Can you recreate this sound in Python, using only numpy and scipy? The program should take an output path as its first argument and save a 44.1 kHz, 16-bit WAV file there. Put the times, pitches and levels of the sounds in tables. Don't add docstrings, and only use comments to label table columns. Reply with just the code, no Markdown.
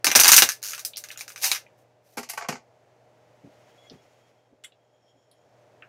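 import sys
import numpy as np
from scipy import signal
from scipy.fft import rfft, irfft, next_fast_len
from scipy.io import wavfile
from scipy.ndimage import map_coordinates

SR = 44100
rng = np.random.default_rng(int(sys.argv[2]) if len(sys.argv) > 2 else 0)


def unload_audio(sound):
    columns = np.transpose(np.atleast_2d(sound))
    steps = np.round(np.clip(columns, -1, 1) * 32767)
    wavfile.write(sys.argv[1], SR, steps.astype(np.int16))


N = 259572
TIME = np.arange(N) / SR
T = np.arange(SR // 3) / SR
TOP_HZ = 15750


def amp(db):
    return 10 ** (np.asarray(db) / 20)


def unit(x):
    return x / np.sqrt(np.mean(x ** 2) + 1e-20)


def unit_energy(x):
    return x / np.linalg.norm(x)


def along(points, hz):
    pitches, values = np.transpose(points)
    return np.interp(np.log(hz + 1), np.log(pitches + 1), values)


def level(rows):
    times, db = np.transpose(rows)
    return amp(np.interp(TIME, times, db, left=-120, right=-120))


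def filtered(x, response):
    size = next_fast_len(N + SR // 4)
    return irfft(rfft(x, size) * response(np.fft.rfftfreq(size, 1 / SR)), size)[:N]


def band(x, low_hz, high_hz):
    edges = np.minimum([low_hz, high_hz], SR / 2 - 100)
    return unit(signal.sosfilt(signal.butter(3, edges, btype="band", fs=SR, output="sos"), x))


def resonances(f, modes):
    return sum(amp(db) * 1j * f * width / (hz ** 2 - f ** 2 + 1j * f * width) for hz, width, db in modes)


def noise(spectrum):
    return unit(filtered(rng.standard_normal(N), lambda hz: amp(along(spectrum, hz))))


def wobble(per_s):
    return map_coordinates(rng.standard_normal(int(N * per_s / SR) + 4), [TIME * per_s])


def fade(fade_s, t=T):
    return np.exp(-np.log(1000) * t / fade_s)


def rise(rise_s):
    return 1 - np.exp(-T / rise_s)


def burst(contact_s):
    return rng.standard_normal(len(T)) * (T / contact_s) ** 2 * np.exp(-2 * T / contact_s)


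def add(track, start_s, sound):
    part = track[max(round(start_s * SR), 0):][:len(sound)]
    part += sound[:len(part)]


# pitch_hz, level_db
HUM_TONES = [(120, -8.5), (470, -15), (610, -8.5)]
# pitch_hz, level_db
RUSH_COLOUR = [(30, -42), (70, -17), (110, -4), (180, -11), (300, -8), (450, -4), (600, 0), (800, -5),
               (1100, -15), (2000, -18), (4000, -27), (6500, -28), (9000, -37), (15000, -43)]
# time_s, level_db
BACKGROUND_LEVEL = [(0, -61), (1.7, -60.5), (2.0, -65), (2.8, -62), (3.7, -59), (4.6, -67), (5.25, -67),
                    (5.6, -59.5)]
def hum_and_fan():
    hum = sum(amp(db) * np.sqrt(2) * np.sin(2 * np.pi * (hz * TIME + rng.random()))
              for hz, db in HUM_TONES)
    level_db = np.interp(TIME, *np.transpose(BACKGROUND_LEVEL))
    return amp(level_db) * (hum + noise(RUSH_COLOUR))


# pitch_hz, fade_s
ROOM_FADES = [(150, .19), (500, .19), (1500, .17), (6000, .155), (15000, .125)]
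def room_tail():
    hz, t, spectrum = signal.stft(rng.standard_normal(len(T)), SR, nperseg=256)
    fading = spectrum * fade(along(ROOM_FADES, hz)[:, None], t)
    tail = signal.istft(fading, SR, nperseg=256)[1][:len(T)]
    return unit_energy(tail * rise(0.0016))


def with_echoes(x, echo_db, room_db=-6.5):
    direct = unit_energy(x)
    bounces = rng.standard_normal(len(T)) ** 3 * fade(0.095) * (T > .002)
    echoes = unit_energy(signal.fftconvolve(direct, bounces)[:len(T)])
    return direct + amp(echo_db) * echoes + amp(room_db) * room_tail()


def squeak(hold_s, pitch_hz, waver_hz=22, flutter_db=4.0):
    envelope = rise(0.0048) * fade(0.11, np.maximum(T - hold_s, 0))
    phase = 2 * np.pi * np.cumsum(pitch_hz + waver_hz * wobble(170)[:len(T)]) / SR
    return envelope * amp(flutter_db * wobble(70)[:len(T)]) * np.sin(phase)


# time_s, level_db
SCRAPE_LEVEL = [(3.1, -85), (3.5, -68), (3.85, -66), (4.3, -70), (4.48, -90)]
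# pitch_hz, level_db
SCRAPE_COLOUR = [(300, -10), (700, 0), (1300, -3), (2200, -2), (4000, -10), (6500, -11), (8000, -18),
                 (15000, -24)]
# pitch_hz, width_hz, level_db
DRAG_NOTES = [(3230, 60, 0), (5430, 110, -4), (6900, 110, -5)]
# time_s, level_db
DRAG_LEVEL = [(3.5, -86), (3.85, -76), (4.4, -86), (4.6, -96), (5.0, -80), (5.38, -79), (5.6, -92)]
# start_s, hold_s, level_db, pitch_hz
GLASS_SQUEAKS = [(3.778, 0.048, -59.5, 3360), (3.82, .04, -65, 2100), (3.86, .04, -61.5, 3350),
                 (3.875, 0.049, -69, 5880), (3.96, 0.036, -72.5, 3350), (5.008, .02, -77.5, 3220)]
def sliding(judders_per_s=30, judder_db=1.67, catch_db=4.0):
    track = amp(judder_db * wobble(judders_per_s)) * level(SCRAPE_LEVEL) * noise(SCRAPE_COLOUR)
    for hz, width_hz, db in DRAG_NOTES:
        ring = unit(filtered(rng.standard_normal(N), lambda f: resonances(f, [(hz, width_hz, 0)])))
        track += amp(db + catch_db * wobble(judders_per_s)) * level(DRAG_LEVEL) * ring
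    for start_s, hold_s, db, hz in GLASS_SQUEAKS:
        add(track, start_s, amp(db) * squeak(hold_s, hz))
    return track


# pitch_hz, level_db, fade_s
GLASS_NOTES = [(1660, -15, 0.047), (2120, -1, 0.054), (2500, -8.5, .04), (2990, -2, 0.079),
               (3395, 1.5, 0.063), (3630, -8.5, .11), (5700, -8.5, 0.035), (6750, -11, 0.069),
               (7490, -7.5, 0.11), (8030, -7.5, 0.09), (8721, -9.5, 0.09), (9850, -10, 0.098),
               (12300, -17, 0.098), (15000, -15, .04)]
# start_s, level_db, click_top_hz, click_db
GLASS_TOUCHES = [(4.6382, -61, 7560, -5), (4.643, -56.5, 3600, -8.5)]
def clinks(click_low_hz=1300, pure_db=2):
    track = np.zeros(N)
    for start_s, level_db, click_top_hz, click_db in GLASS_TOUCHES:
        ring = np.zeros(len(T))
        for hz, db, fade_s in GLASS_NOTES:
            blur = band(rng.standard_normal(len(T)), hz * .955, hz * 1.045)
            pure = amp(pure_db) * np.sin(2 * np.pi * hz * T)
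            ring += amp(db) * fade(fade_s) * (blur + pure)
        touch = with_echoes(burst(contact_s=0.00099), echo_db=-8, room_db=-5.5)
        click = amp(click_db) * band(touch, click_low_hz, click_top_hz)
        add(track, start_s, amp(level_db) * (unit(ring * rise(0.0014)) + click))
    return track


# start_s, level_db, pitch_hz
SOFT_BUMPS = [(.066, -27.5, 318.6), (.158, -27.5, 240), (.318, -38, 140), (.364, -34, 150),
              (0.42, -35, 135), (3.437, -40.5, 279), (3.459, -47.5, 290), (3.909, -41.5, 261),
              (3.932, -44, 150.3), (4.514, -52.5, 290), (5.15, -61, 269)]
def thumps(boom_fade_s=0.13, boom_db=-2, thud_db=-20):
    track = np.zeros(N)
    for start_s, db, hz in SOFT_BUMPS:
        boom = np.sin(2 * np.pi * hz * T) * fade(boom_fade_s) * rise(0.0033)
        thud = band(with_echoes(burst(contact_s=0.009), echo_db=0), 80, 450)
        add(track, start_s, amp(db) * (amp(boom_db) * boom + amp(thud_db) * thud))
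    return track


# pitch_hz, width_hz, level_db
HOLLOW_NOTES = [(149, 28, -14), (243.7, 23, 1.5), (410.5, 26, 2), (501, 31, -4), (692, 27, -3),
                (785, 13, -5), (867, 31, -3), (1116, 23, -4), (1390, 32, -9), (1525, 57, 0),
                (1846, 36, -10), (2136, 42, -10.5)]
# start_s, thud_db, hollow_db, rattle_db, sizzle_db
BOTTLE_KNOCKS = [(2.170, -47.5, -43.5, -46, -49.5), (2.178, -48.5, -41.5, -43, -47.5),
                 (2.186, -52.5, -49.5, -54, -53), (2.229, -80, -52.5, -48, -57.5),
                 (2.288, -87, -64, -48, -55), (2.296, -90, -52.5, -41, -38.5),
                 (2.333, -72, -51.5, -50.5, -51), (2.3737, -67, -38, -44, -51),
                 (2.408, -86, -45.5, -53, -69), (2.421, -67, -44, -50.5, -78), (2.444, -86, -47, -61, -86),
                 (2.485, -39.5, -36, -37, -45.5), (2.492, -49.5, -52, -50, -61),
                 (2.523, -50.5, -44.5, -47.5, -67), (2.553, -62, -50, -55, -80)]
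def knocks(direct_db=-9.0, shake_db=-19):
    track = np.zeros(N)
    for start_s, thud_db, hollow_db, rattle_db, sizzle_db in BOTTLE_KNOCKS:
        skin = with_echoes(burst(contact_s=0.0031), echo_db=-3, room_db=3.0)
        push = with_echoes(burst(contact_s=0.0037), echo_db=-7, room_db=-7)
        thud = amp(thud_db) * (band(push, 140, 540) + amp(shake_db) * band(push, 35, 150))
        hollow = amp(hollow_db) * (band(push, 660, 1468) + amp(-1.5) * band(push, 1295, 2470))
        rattle = amp(rattle_db) * (amp(-6) * band(skin, 1880, 3050) + amp(-0.5) * band(skin, 4260, 7200))
        sizzle = amp(sizzle_db) * band(skin, 8600, 13600)
        add(track, start_s, thud + hollow + rattle + sizzle)
    return filtered(track, lambda f: amp(direct_db) + resonances(f, HOLLOW_NOTES))


# start_s, level_db, low_pitch_hz, high_pitch_hz
SMALL_TICKS = [(0.7312, -24.5, 1625, 2720), (0.9338, -32, 3040, 3500), (0.959, -30.5, 3930, 4930),
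               (1.1022, -30, 2106, 2600), (1.158, -41, 1430, 2750), (1.664, -46.5, 2310, 2440),
               (3.897, -40, 3590, 5000), (4.7199, -50.5, 2840, 3450), (5.313, -52.5, 4265, 9900),
               (5.8215, -35.5, 1570, 2487)]
def pops(ring_db=-31, ring_fade_s=0.059):
    track = np.zeros(N)
    for start_s, db, low_hz, high_hz in SMALL_TICKS:
        push = with_echoes(burst(contact_s=0.0015), echo_db=-5, room_db=-5.5)
        low_tick = amp(-28) * band(push, low_hz * 0.827, low_hz * 1.132)
        high_tick = amp(-26) * band(push, high_hz * 0.876, high_hz * 1.17)
        notes = sum(np.sin(2 * np.pi * hz * T) for hz in (low_hz, high_hz))
        ring = amp(ring_db) * unit(notes * fade(ring_fade_s) * rise(0.0024))
        add(track, start_s, amp(db) * (low_tick + high_tick + ring))
    return track


def grip(full_grip_s, hold_s, level_db, change_db_per_s, build_db_per_s=649.5, release_db_per_s=798):
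    t = TIME - full_grip_s
    building = build_db_per_s * np.minimum(t, 0)
    holding = change_db_per_s * np.clip(t, 0, hold_s)
    letting_go = release_db_per_s * np.maximum(t - hold_s, 0)
    return amp(level_db + building + holding - letting_go)


# full_grip_s, hold_s, level_db, change_db_per_s
HAND_SQUEEZES = [(.16, 0.31, -44, 5), (1.442, 0.065, -24, -160), (1.785, 0.034, -71.5, -100),
                 (2.05, 0.094, -71.5, 70)]
def crumpling(ticks_per_s=3500, spread_db=2.0, room_db=-3):
    ticks = (rng.random(N) < ticks_per_s / SR) * rng.standard_normal(N)
    ticks *= amp(spread_db * rng.standard_normal(N))
    crackle = unit(band(ticks, 1800, 15500) + amp(-7.5) * band(ticks, 640, 7500))
    crackle *= sum(grip(*squeeze) for squeeze in HAND_SQUEEZES)
    return crackle + amp(room_db) * signal.fftconvolve(crackle, room_tail())[:N]


def snap(level_db, bright_db, extra_body_db, pitch_hz, ring_cycles=55):
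    echo_db = -3 + 0.055 * bright_db + 0.022 * level_db
    flip = with_echoes(burst(contact_s=0.0006), echo_db, room_db=echo_db - 0.5)
    note = np.cos(2 * np.pi * pitch_hz * T) * fade(ring_cycles / pitch_hz)
    ring = amp(-16.5) * unit(with_echoes(note, echo_db - 0.5, room_db=echo_db - 12))
    body_db = -32.5 - 0.53 * bright_db + 0.9 * level_db + extra_body_db
    body = amp(body_db - 4.5) * band(flip, 270, 1100)
    bass = amp(body_db - 25 + 0.45 * level_db) * band(flip, 90, 260)
    panel = amp(-21 - 0.67 * bright_db) * band(flip, 1300, 3610)
    crack = amp(-10.5) * band(flip, 3680, 6500)
    scattered = unit_energy(flip) + amp(0.5) * room_tail()
    sizzle = amp(-9.5 + 0.41 * bright_db) * band(scattered, 7600, 17000)
    return amp(level_db - 13.5) * (bass + body + panel + crack + ring + sizzle)


def creak(start_s=.6283, level_db=-26, slips=11, gap_s=.0088, slowing=1.033, scatter=.07):
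    track = np.zeros(N)
    gaps = gap_s * slowing ** np.arange(slips) * np.exp(scatter * rng.standard_normal(slips))
    for k, slip_s in enumerate(start_s + np.cumsum(gaps) - gaps[0]):
        slip_db = level_db - 0.41 * k + rng.standard_normal()
        add(track, slip_s, snap(slip_db, bright_db=-5.5, extra_body_db=-3.5, pitch_hz=6700))
    return track


# start_s, level_db, bright_db, extra_body_db, pitch_hz
WALL_SNAPS = [(0.0443, -8, -7.5, 14.5, 1785), (0.0677, -8.5, -16.5, 14, 5260),
              (0.1028, -21.5, -23, 17, 2620), (0.115, -12.5, -17.5, 15.5, 2940),
              (0.1516, -6, -16, 12, 5650), (.1562, -5, -12, 9.5, 5160), (.159, -1, -6, 8.5, 6300),
              (0.192, -12.5, -24, 10, 1480), (0.1985, -3, 3, 14.5, 6060), (.212, -9, -14, 11, 5300),
              (0.235, -6, -7.5, 8, 6000), (.2452, -6, -15, 9, 4660), (0.2559, -8.5, -19, 13.5, 4360),
              (0.2691, -8.5, -14, -1, 947), (.2797, 0, -1, 5, 5940), (.2855, -9.5, -8, 14, 2860),
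              (.291, -8, -21.5, -8, 2520), (0.3181, 2, -4.5, -2.5, 6830), (0.3329, -2.5, -15.5, 0.5, 4130),
              (0.3403, -5.5, -4, -2, 6250), (0.3645, 0.5, 1, -2, 6280), (0.3794, 0, -13.5, -4, 3020),
              (.3845, -6.5, 6, -7, 6330), (0.421, -1, -13.5, 7, 2890), (0.4896, -14, -12.5, -9, 6480),
              (.519, -24, -9, 0, 5960), (.619, -44, -6, 6, 5240), (0.7483, -29, -9, -2, 6400),
              (0.7791, -31, -15, -4, 1470), (0.7936, -29, -5, -5, 6600), (0.8495, -20.5, 3, -7, 5010),
              (0.97, -26, -2, -9, 5450), (0.978, -30, 0, -4, 5660), (1.0387, -30.5, -14, -5, 4380),
              (1.087, -36, -10, -4, 5730), (1.114, -32, -13, -2, 4300), (1.123, -40.5, -18, -13, 6030),
              (1.1747, -32.5, -10.5, 2, 6900), (1.1914, -33, -9, 8, 5540), (1.202, -37, -4, 2, 6800),
              (1.2087, -27, -12.5, 26, 2360), (1.216, -46, -10, 3, 6700), (1.2795, -33.5, -15, -4, 5940),
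              (1.2926, -38.5, 3.5, 1, 6700), (1.302, -41, -25.5, 0, 6000), (1.32, -41.5, 0, 1, 6300),
              (1.3601, -33.5, -20.5, 21, 6050), (1.378, -35, -8, 1, 2370), (1.417, -35, -3, -5, 4400),
              (1.424, -26.5, 8, -2, 4900), (1.4333, -20, -12, 16, 5560), (1.4408, -17.5, -14.5, 7, 5600),
              (1.444, -15, -6, 6, 4930), (1.5156, -10.5, -14.5, 8.5, 3980), (1.5483, -22.5, -12, -8, 5450),
              (1.534, -32, -9, 3, 1250), (1.5584, -26.5, -21, -1, 2400)]
def buckling(neighbour_delay_s=.0035, neighbour_db=-12.5):
    track = np.zeros(N)
    chance = np.exp(0.33 * rng.standard_normal((len(WALL_SNAPS), 2)))
    for (start_s, db, bright_db, extra_body_db, hz), (lateness, detune) in zip(WALL_SNAPS, chance):
        add(track, start_s, snap(db, bright_db, extra_body_db, hz))
        neighbour = snap(db, bright_db, extra_body_db, min(hz * detune, TOP_HZ))
        add(track, start_s + neighbour_delay_s * lateness, amp(neighbour_db) * neighbour)
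    return track


# pitch_hz, level_db
BROAD_COLOUR = [(100, -3), (250, -1.5), (450, -2), (800, 5), (1200, -1.5), (1700, -3), (2400, -2),
                (3400, -5), (5000, -1.2), (6400, .5), (8000, 0), (11000, -.5), (13800, 1), (15500, -3.5)]
# pitch_hz, width_hz, level_db
SNAP_RESONANCES = [(800, 20, -4), (994, 6.7, -1.5), (1560, 44, -10), (1729, 18, -2.5), (2120, 31, -4.5),
                   (2510, 31, -0.5), (2790, 150, -3.5), (4450, 120, -4), (5474, 33, -5.5), (5680, 23, -4.5),
                   (5880, 53, -1), (6320, 22, -3), (6450, 42, -4), (9160, 95, 1)]
def snap_colour(f, count=60, low_hz=900, high_hz=15000, width_hz=32, ring_db=-2.0):
    pitches = low_hz + (high_hz - low_hz) * (np.arange(count) + rng.random(count)) / count
    signs = rng.choice([-1, 1], count)
    crowd = sum(sign * resonances(f, [(hz, width_hz, ring_db)]) for hz, sign in zip(pitches, signs))
    return amp(along(BROAD_COLOUR, f)) * (1 + resonances(f, SNAP_RESONANCES) + crowd)


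def scene(wall_db=-1.0):
    crackle = crumpling()
    squeezed = amp(wall_db) * filtered(buckling() + creak() + crackle, snap_colour)
    return (squeezed + pops() + knocks() + thumps() + clinks() + sliding() + hum_and_fan())[None]


def record(dry, ceiling=0.96, hardness=12):
    squashed = dry[0] / (1 + np.abs(dry[0] / ceiling) ** hardness) ** (1 / hardness)
    return filtered(squashed, lambda hz: 1 / (1 + (hz / TOP_HZ) ** 200))[None]


dry = scene()
out = record(dry)
unload_audio(out)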